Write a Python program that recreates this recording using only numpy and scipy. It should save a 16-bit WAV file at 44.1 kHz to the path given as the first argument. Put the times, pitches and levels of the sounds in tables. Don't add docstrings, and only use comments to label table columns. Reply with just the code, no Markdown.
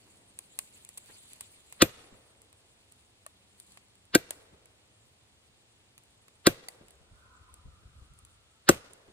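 import sys
import numpy as np
from scipy import signal
from scipy.fft import rfft, irfft
from scipy.io import wavfile

SR = 44100
rng = np.random.default_rng(int(sys.argv[2]) if len(sys.argv) > 2 else 0)


def unload_wav(signal):
    wavfile.write(
        sys.argv[1],
        SR,
        np.round(np.clip(np.atleast_2d(signal).T, -1, 1) * 32767).astype(np.int16),
    )


N = 402191
TIME = np.arange(N) / SR
FREQS = np.maximum(np.arange(N // 2 + 1) * SR / N, 1)

# start in seconds, crack in dB, thud in dB, bright snap in dB on top of the
# crack, how glancing from 0 to 1, stump pitch in Hz, then ground, scatter and splinters in dB.
BLOWS = [(1.82, -12.5, -3.5, 1.5, 0.2, 318.6, -23, -31, -49.5),
         (4.1504, -15.5, -4, 4.5, 0, 316.1, -26.5, -36.5, -50),
         (6.468, -17, -3, 5.5, 0.15, 329.3, -27.5, -31, -52),
         (8.6900, -18.5, -1.5, 7.5, 0.99, 340.5, -20, -27.5, -41.5)]
# pitch in Hz, fade time in seconds,
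# then a level in dB for each blow. A fade time, or t60, is how long a sound takes to drop by 60 dB.
STEEL_TONES = [(770, .022, -27, -36, -28, -12), (1110, .035, -18, -25, -17, -12),
               (1220, .03, -16, -20, -21, -8), (1470, .04, -29, -19, -19, -12),
               (1578, .038, -17, -9, -11, -19), (1950, .028, -16, -16, -15, -18),
               (2340, .042, -23, -19, -22, -36), (2490, .045, -17, -30, -29, -39),
               (2720, .036, -23, -21, -21, -21), (2820, .04, -19, -26, -30, -31),
               (3190, .04, -27, -35, -31, -27), (3370, .034, -25, -22, -18, -30),
               (3480, .04, -18, -28, -25, -26), (3740, .04, -21, -24, -23, -31),
               (4060, .03, -22, -21, -18, -20), (4320, .03, -21, -17, -24, -36),
               (4620, .028, -25, -21, -20, -34), (6280, .034, -20, -32, -22, -12),
               (6800, .036, -27, -29, -25, -40), (7340, .028, -27, -21, -24, -36),
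               (8030, .045, -23, -33, -31, -19), (8480, .03, -24, -27, -24, -28),
               (8860, .03, -33, -32, -32, -21), (9450, .027, -30, -27, -30, -26)]
# pitch in Hz, level in dB, fade in seconds, extra dB when glancing.
PING_TONES = [(9470, -55, .22, 10), (12365, -51, .07, 12), (13090, -35, .08, 0), (13165, -32, .14, -1),
              (13235, -35, .1, 0), (14255, -45, .09, 13)]
# pitch in Hz, level in dB, fade in seconds.
STUMP_TONES = [(106, -37.5, 0.071), (138, -36, .15), (175.4, -30.5, 0.066), (246, -10, 0.024),
               (327.5, 0, .033), (514.2, -11, 0.037), (702, -20.5, 0.072)]
# start in seconds, snap in dB, then pitch in Hz and level in dB
TAPS = [(0.588, -18.5, 757, -45, 1635, -44, 4368, -40), (3.263, -33, 621.7, -44, 1146, -40, 1830, -45.5),
        (4.306, -21, 314.4, -47, 609.3, -42.5, 1664, -41), (6.684, -26, 770, -39, 2000, -40, 4670, -38)]
# start in seconds, level in dB, woody knock in dB on top of
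# that level, hold in seconds.
TWIG_SNAPS = [(0.388, -29, -23, 0.00112), (0.848, -33.5, -46, 0.000174), (0.889, -34, -24, 0.00038),
              (0.973, -35, -23, 0.00735), (1.332, -35, -33.5, 0.000197), (1.407, -30.5, -21, 0.00193),
              (1.724, -34.5, -18, 0.00038), (2.417, -45, -24, 0.00035), (2.527, -44.5, -20.5, 0.00028),
              (2.921, -43.5, -41.5, 0.00038), (3.599, -36, -43, 0.00036), (3.719, -45.5, -26, 0.00049),
              (3.772, -42.5, -10.5, 0.00037), (3.953, -51, -19, 0.00032), (4.656, -45, -19, .0003),
              (5.978, -40, -20, 0.0003), (6.281, -45, -14.5, .0004), (6.882, -44, -21, 0.00032),
              (6.906, -43.5, -26, .0003), (7.54, -40, -26.5, 0.00035), (8.188, -44, -29, 0.00031),
              (8.249, -41, -29, 0.000264), (8.933, -38, -41, 0.00016)]
# start in seconds, level in dB.
SOFT_BUMPS = [(1.98, -58), (2.123, -52.5), (4.528, -56.5), (6.58, -58.5), (6.81, -53), (7.833, -62.5),
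              (8.021, -68), (9.08, -54.5)]
# start in seconds, level in dB, hold in seconds.
PUFFS = [(7.005, -58, 0.012), (7.115, -56, 0.0176), (7.412, -66, 0.017), (7.512, -64, 0.015),
         (7.659, -46.5, 0.0225), (7.859, -55.5, 0.014), (7.957, -58.5, 0.035), (8.015, -53.5, 0.0106),
         (8.11, -56.5, 0.016), (8.223, -60, 0.018)]
# time of full strength in seconds, level in dB,
# then rise, hold and fade in seconds, then centre and width in Hz.
WHINE_BANDS = [(7.212, -66, 0.58, 0.118, 1.55, 1430, 169.7), (7.331, -66, .9, 0.043, 2.7, 1260, 168.2),
               (7.329, -69, .8, 0.11, 1.7, 1017, 79.9), (7.852, -75.5, 0.75, 0.47, 4.3, 1345, 108.6),
               (7.85, -78, .6, .3, 2.5, 1190, 120), (7.85, -79.5, .6, .2, 2.5, 1510, 120)]
# time of full strength in seconds, level in dB, hold in seconds.
DRONES = [(0.298, -76.5, .6), (3.348, -76.5, .7)]

# time in seconds, level in dB.
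MOVEMENT_LEVEL = [(0.0, -65.5), (0.25, -69.5), (0.43, -65), (0.63, -62), (0.76, -59.5), (0.88, -69),
                  (0.98, -62), (1.06, -59.5), (1.14, -61), (1.31, -59.5), (1.44, -61), (1.56, -65),
                  (1.92, -64), (2.33, -73.5), (3.56, -73.5), (3.71, -65.5), (3.82, -72), (4.05, -75.5)]
RUMBLE_LEVEL = [(6.85, -71), (7.6, -63), (8.05, -65), (8.38, -70)]
HUSH_LEVEL = [(0, -67.5), (0.9, -74), (1.6, -73), (3.0, -76), (5.5, -76.5), (7.2, -74.5), (7.8, -74),
              (8.3, -87.5)]

# frequency in Hz, relative level in dB.
CRACK_COLOUR = [(150, -15), (500, -3.5), (860, -11.5), (1150, 1), (1700, 1), (2300, -7.5), (4400, 0.5),
                (7500, -8.5), (11500, -10.5), (14200, -12), (15500, -25.5)]
SPLINTER_COLOUR = [(400, -16.5), (1200, -2.5), (2400, -1), (4400, -1.5), (5700, -11), (8000, -2),
                   (10000, -5), (12000, -23), (15000, -26.5)]
SCATTER_COLOUR = [(50, 0), (110, 5), (220, -7.5), (500, 5.5), (820, -8), (1400, -9), (2800, -7),
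                  (5000, -15.5), (9500, -14.5), (14000, -28.5)]
TREE_COLOUR = [(60, -2.5), (240, -2.5), (480, 4.5), (780, -5.5), (1300, -5.5), (2500, -6), (4700, -9.5),
               (7500, -13.5), (10500, -18), (15000, -33)]
SNAP_COLOUR = [(300, -23.5), (2000, -18), (4200, -9), (5600, -16), (7800, 1), (10000, 0.5), (12000, -12),
               (14000, -6), (16000, -18)]
KNOCK_COLOUR = [(150, -18), (400, -13), (600, 0.5), (850, -4.5), (1100, 1), (1450, -7), (1900, -3),
                (2450, 3), (3300, -5), (4600, -5.5), (7000, -18.5), (14000, -28.5)]
CLOTH_COLOUR = [(200, -4), (1500, -9), (2500, -2.5), (4400, -2), (5700, -15.5), (7400, 0.5), (9800, 0),
                (12000, -25), (14000, -9), (16000, -23)]
RUMBLE_COLOUR = [(20, -25), (45, -4), (70, -0.5), (140, -14), (280, -31), (700, -52), (4000, -88)]
AIR_COLOUR = [(20, -32), (38, -17), (60, -4), (105, -0.5), (165, -12), (340, -15), (740, -15.5),
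              (1500, -19.5), (3400, -15.5), (5900, -23), (9000, -22), (11800, -43), (14400, -33.5),
              (16000, -42.5)]

# frequency in Hz, likeness from -1 (opposite) to 1.
STEREO_LIKENESS = [(130, 0.77), (300, 0.987), (640, 0.17), (1400, 0.17), (3100, -0.6325), (7000, -0.13),
                   (15000, -0.69)]
# frequency in Hz, left minus right in dB.
STEREO_BALANCE = [(100, 0.99), (390, 2), (520, 7), (660, 7), (800, 8.5), (1000, 6.5), (1300, 0), (2400, 1),
                  (15000, 0.5)]


def crack(treble_db=3, split_hz=5000):
    grit = noise(CRACK_COLOUR)[0]
    dull = irfft(rfft(grit) / (1 + (FREQS / split_hz) ** 6), N)
    bright = grit - dull
    out = np.zeros(N)
    for at, crack_db, _, snap_db, *_ in BLOWS:
        bright_db = crack_db + treble_db + snap_db
        out += from_db(crack_db) * dull * burst(at, rise=.033, hold=.0015, t60=.019)
        out += from_db(bright_db) * bright * burst(at, rise=.0041, hold=.00065, t60=.032)
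    return out


def steel_clank(gain_db=-1, contact_s=.0028):
    out = np.zeros(N)
    for blow, (at, *_) in enumerate(BLOWS):
        for hz, t60, *levels in STEEL_TONES:
            late, phase = rng.random(2)
            ring = tone(at + late * contact_s, hz, t60, 2 * np.pi * phase)
            add(out, ring, from_db(gain_db + levels[blow]))
    return out


def steel_pings(uneven_db=1):
    out = np.zeros((2, N))
    for at, _, _, _, glancing, *_ in BLOWS:
        for hz, db, t60, extra_db in PING_TONES:
            gain = from_db(db + glancing * extra_db + uneven_db * rng.standard_normal())
            for side in out:
                add(side, tone(at, hz, t60, rng.uniform(0, np.pi)), gain)
    return out


def stump_thud(delay_s=.0053, main_hz=327.5):
    out = np.zeros(N)
    for at, _, thud_db, _, _, pitch_hz, *_ in BLOWS:
        for hz, db, t60 in STUMP_TONES:
            add(out, tone(at + delay_s, hz * pitch_hz / main_hz, t60), -from_db(thud_db + db))
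    return soften(out, hz=650)


def ground_shudder(gain_db=-7, delay_s=.011):
    level = sum(from_db(gain_db + ground_db) * burst(at + delay_s, rise=.0051, hold=.008, t60=.076)
                for at, *_, ground_db, _, _ in BLOWS)
    soil = noise([(20, -14.5), (55, -6.5), (110, 1), (170, -1.5), (300, -16), (800, -45.5), (4000, -90)])
    return level * soil[0]


def splinters(delay_s=.014):
    level = sum(from_db(splinter_db) * burst(at + delay_s, rise=.02, hold=0, t60=.23)
                for at, *_, splinter_db in BLOWS)
    return level * grains(per_s=320, t60=.009, spread_db=3.5) * noise(SPLINTER_COLOUR)


def hammer_taps(t60=.0257, delay_s=.001):
    out = np.zeros(N)
    for at, _, *rings in TAPS:
        for hz, db in zip(rings[::2], rings[1::2]):
            add(out, tone(at + delay_s, hz, t60, rng.uniform(0, 2 * np.pi)), from_db(db))
    return out


def echoes(strike, gain_db=-27, t60=.81, first_s=.018, per_s=300):
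    age = TIME[:2 * SR]
    shape = (2, len(age))
    sizes = random_sizes(shape, spread_db=3.5) * rng.choice([-1, 1], shape)
    arrives = (rng.random(shape) < per_s / SR) & (age > first_s)
    paths = sizes * arrives * from_db(-60 * age / t60)
    paths /= np.sqrt((paths ** 2).sum(axis=1, keepdims=True))
    dull = soften(strike, hz=4300)
    thin = signal.sosfilt(signal.butter(2, 1200, "high", fs=SR, output="sos"), dull)
    main_note = signal.sosfilt(signal.butter(1, [1430, 1720], "band", fs=SR, output="sos"), thin)
    reflected = thin - .65 * main_note
    return from_db(gain_db) * signal.fftconvolve(reflected[None], paths, axes=1)[:, :N]


def garden_scatter(tree_db=-57, late_tree_db=-60, linger_db=-63, patchy_db=3):
    near, trees, linger = np.zeros((3, N))
    for at, *_, scatter_db, _ in BLOWS:
        near += from_db(scatter_db) * burst(at + .0021, rise=.012, hold=.005, t60=.2)
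        trees += from_db(tree_db) * burst(at + .014, rise=.012, hold=.01, t60=.955)
        trees += from_db(late_tree_db) * burst(at + .165, rise=.31, hold=.0043, t60=.53)
        linger += from_db(linger_db) * burst(at + .16, rise=.2, hold=.12, t60=2.1)
    trees *= from_db(patchy_db * flicker(step_s=.009))
    wash = noise([(200, -18), (480, -1.5), (650, -6), (1000, -12), (2000, -16), (5000, -36)])
    return near * noise(SCATTER_COLOUR) + trees * noise(TREE_COLOUR) + linger * wash


def dry_snaps(snap_db=-4.5, wood_db=5, tail_db=-28, rise=.0012):
    snaps, knocks = np.zeros((2, N))
    tap_snaps = [(at, db, -24, .000947) for at, db, *_ in TAPS]
    for at, db, knock_db, hold in list(TWIG_SNAPS) + tap_snaps + faint_twigs():
        peak_at = at + rise
        tail = from_db(tail_db) * burst(peak_at, rise, hold=0, t60=.37)
        snaps += from_db(db + snap_db) * (burst(peak_at, rise, hold, t60=.009) + tail)
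        knocks += from_db(db + knock_db + wood_db) * (burst(peak_at, rise, hold, t60=.025) + tail)
    return snaps * noise(SNAP_COLOUR) + knocks * noise(KNOCK_COLOUR)


def faint_twigs(busy_per_s=4, busy_db=-52.5, db=-51, knock_db=-32):
    per_s = busy_per_s * from_db(.6 * (over_time(MOVEMENT_LEVEL) - busy_db))
    return [(at, db, knock_db, 0) for at in TIME[rng.random(N) < per_s / SR]]


def soft_bumps():
    level = sum(from_db(db) * burst(at, rise=.0058, hold=.0032, t60=.184) for at, db in SOFT_BUMPS)
    return level * noise([(40, 0), (180, 3), (380, 2.5), (800, -13.5), (4000, -22.5), (16000, -70)])


def rustle(gain_db=1.5, crackle_db=-5, uneven_db=1.5, patchy_db=4):
    level = from_db(gain_db + over_time(MOVEMENT_LEVEL) + uneven_db * flicker(step_s=.06))
    cloth_spectrum = rfft(noise(CLOTH_COLOUR))
    edges_hz = [0, 2000, 3000, 4200, 6500, 8200, 9600, 12000, SR]
    cloth = np.zeros((2, N))
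    for low, high in zip(edges_hz, edges_hz[1:]):
        band = irfft(cloth_spectrum * ((FREQS >= low) & (FREQS < high)), N)
        cloth += band * from_db(patchy_db * flicker(step_s=.022))
    leaves = grains(per_s=600, t60=.003, spread_db=3.2) * noise(SNAP_COLOUR)
    return level * (cloth + from_db(crackle_db) * leaves)


def air_puffs(lumpy_db=2, fade_s=.6):
    start, end = RUMBLE_LEVEL[0][0], RUMBLE_LEVEL[-1][0]
    rumble = from_db(over_time(RUMBLE_LEVEL) + lumpy_db * flicker(step_s=.04))
    rumble *= burst(start, fade_s, end - start, fade_s)
    puffs = sum(from_db(db) * burst(at, rise=.038, hold=hold, t60=.074) for at, db, hold in PUFFS)
    return (rumble + puffs) * noise(RUMBLE_COLOUR)


def far_whine(waver_db=3):
    out = np.zeros((2, N))
    for at, db, rise, hold, t60, hz, width in WHINE_BANDS:
        band = [(hz / 2, -70), (hz - width, -18), (hz - width / 2, -2),
                (hz + width / 2, -2), (hz + width, -20), (hz * 2, -80)]
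        level = from_db(db + waver_db * flicker(step_s=.05))
        out += level * burst(at, rise, hold, t60) * noise(band)
    return out


def far_hush(drone_hz=195):
    hush = noise([(90, -13), (200, -1), (430, -1.5), (750, -5.5), (1300, -17), (4000, -39)])
    drone = noise([(drone_hz / 2, -60), (drone_hz * .9, -20), (drone_hz, 0),
                   (drone_hz * 1.1, -20), (drone_hz * 2, -70)])
    swells = sum(from_db(db) * burst(at, rise=.6, hold=hold, t60=.8) for at, db, hold in DRONES)
    return from_db(over_time(HUSH_LEVEL)) * hush + swells * drone


def at_microphone(sound, lag_s=.00017, flip_hz=703):
    balance = from_db(over_frequency(STEREO_BALANCE) * [[.5], [-.5]])
    above_flip = 1 / (1 + (flip_hz / FREQS) ** 12)
    right_phase = above_flip * (2 * np.pi * FREQS * lag_s + np.pi)
    return irfft(rfft(sound) * balance * np.exp(-1j * right_phase * [[0], [1]]), N)


def from_db(db):
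    return 10 ** (np.asarray(db) / 20)


def over_time(points):
    return np.interp(TIME, *np.transpose(points))


def over_frequency(points):
    hz, value = np.transpose(points)
    return np.interp(np.log(FREQS), np.log(hz), value)


def noise(colour):
    alike = over_frequency(STEREO_LIKENESS)
    mid, side = rfft(rng.standard_normal((2, N)))
    left_right = np.sqrt(1 + alike) * mid + np.sqrt(1 - alike) * side * [[1], [-1]]
    out = irfft(left_right * from_db(over_frequency(colour)), N)
    return out / out.std()


def burst(at, rise, hold, t60):
    age = TIME - at
    fall_db = 60 * (np.maximum(-age, 0) / rise + np.maximum(age - hold, 0) / t60)
    audible = fall_db < 100
    out = np.zeros(N)
    out[audible] = from_db(-fall_db[audible])
    return out


def flicker(step_s):
    moments = np.arange(0, TIME[-1], step_s)
    return np.interp(TIME, moments, rng.standard_normal(len(moments)))


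def random_sizes(shape, spread_db):
    return from_db(spread_db * np.minimum(rng.exponential(1, shape), 4))


def grains(per_s, t60, spread_db):
    breaks = (rng.random(N) < per_s / SR) * random_sizes(N, spread_db)
    decay = from_db(-60 / (t60 * SR))
    level = signal.lfilter([1], [1, -decay], breaks + 1e-18)
    return level / np.sqrt(np.mean(level ** 2))


def tone(at, hz, t60, phase=0):
    age = TIME[:int(1.5 * t60 * SR)]
    return int(at * SR), np.cos(2 * np.pi * hz * age + phase) * from_db(-60 * age / t60)


def add(track, sound, gain):
    start, wave = sound
    track[start:start + len(wave)] += gain * wave[:N - start]


def soften(sound, hz):
    return signal.sosfilt(signal.butter(2, hz, fs=SR, output="sos"), sound + 1e-18)


def scene(air_db=-65.5):
    strike = crack() + steel_clank() + hammer_taps()
    direct = at_microphone(strike + stump_thud() + ground_shudder())
    blows = direct + steel_pings() + splinters() + echoes(strike) + garden_scatter()
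    small_sounds = dry_snaps() + soft_bumps() + rustle()
    background = air_puffs() + far_whine() + far_hush() + from_db(air_db) * noise(AIR_COLOUR)
    return blows + small_sounds + background


def record(dry, ceiling=.95, cutoff_hz=16600):
    rounded = ceiling * np.tanh(dry / ceiling)
    return signal.sosfilt(signal.cheby2(14, 60, cutoff_hz, fs=SR, output="sos"), rounded)


dry = scene()
out = record(dry)
unload_wav(out)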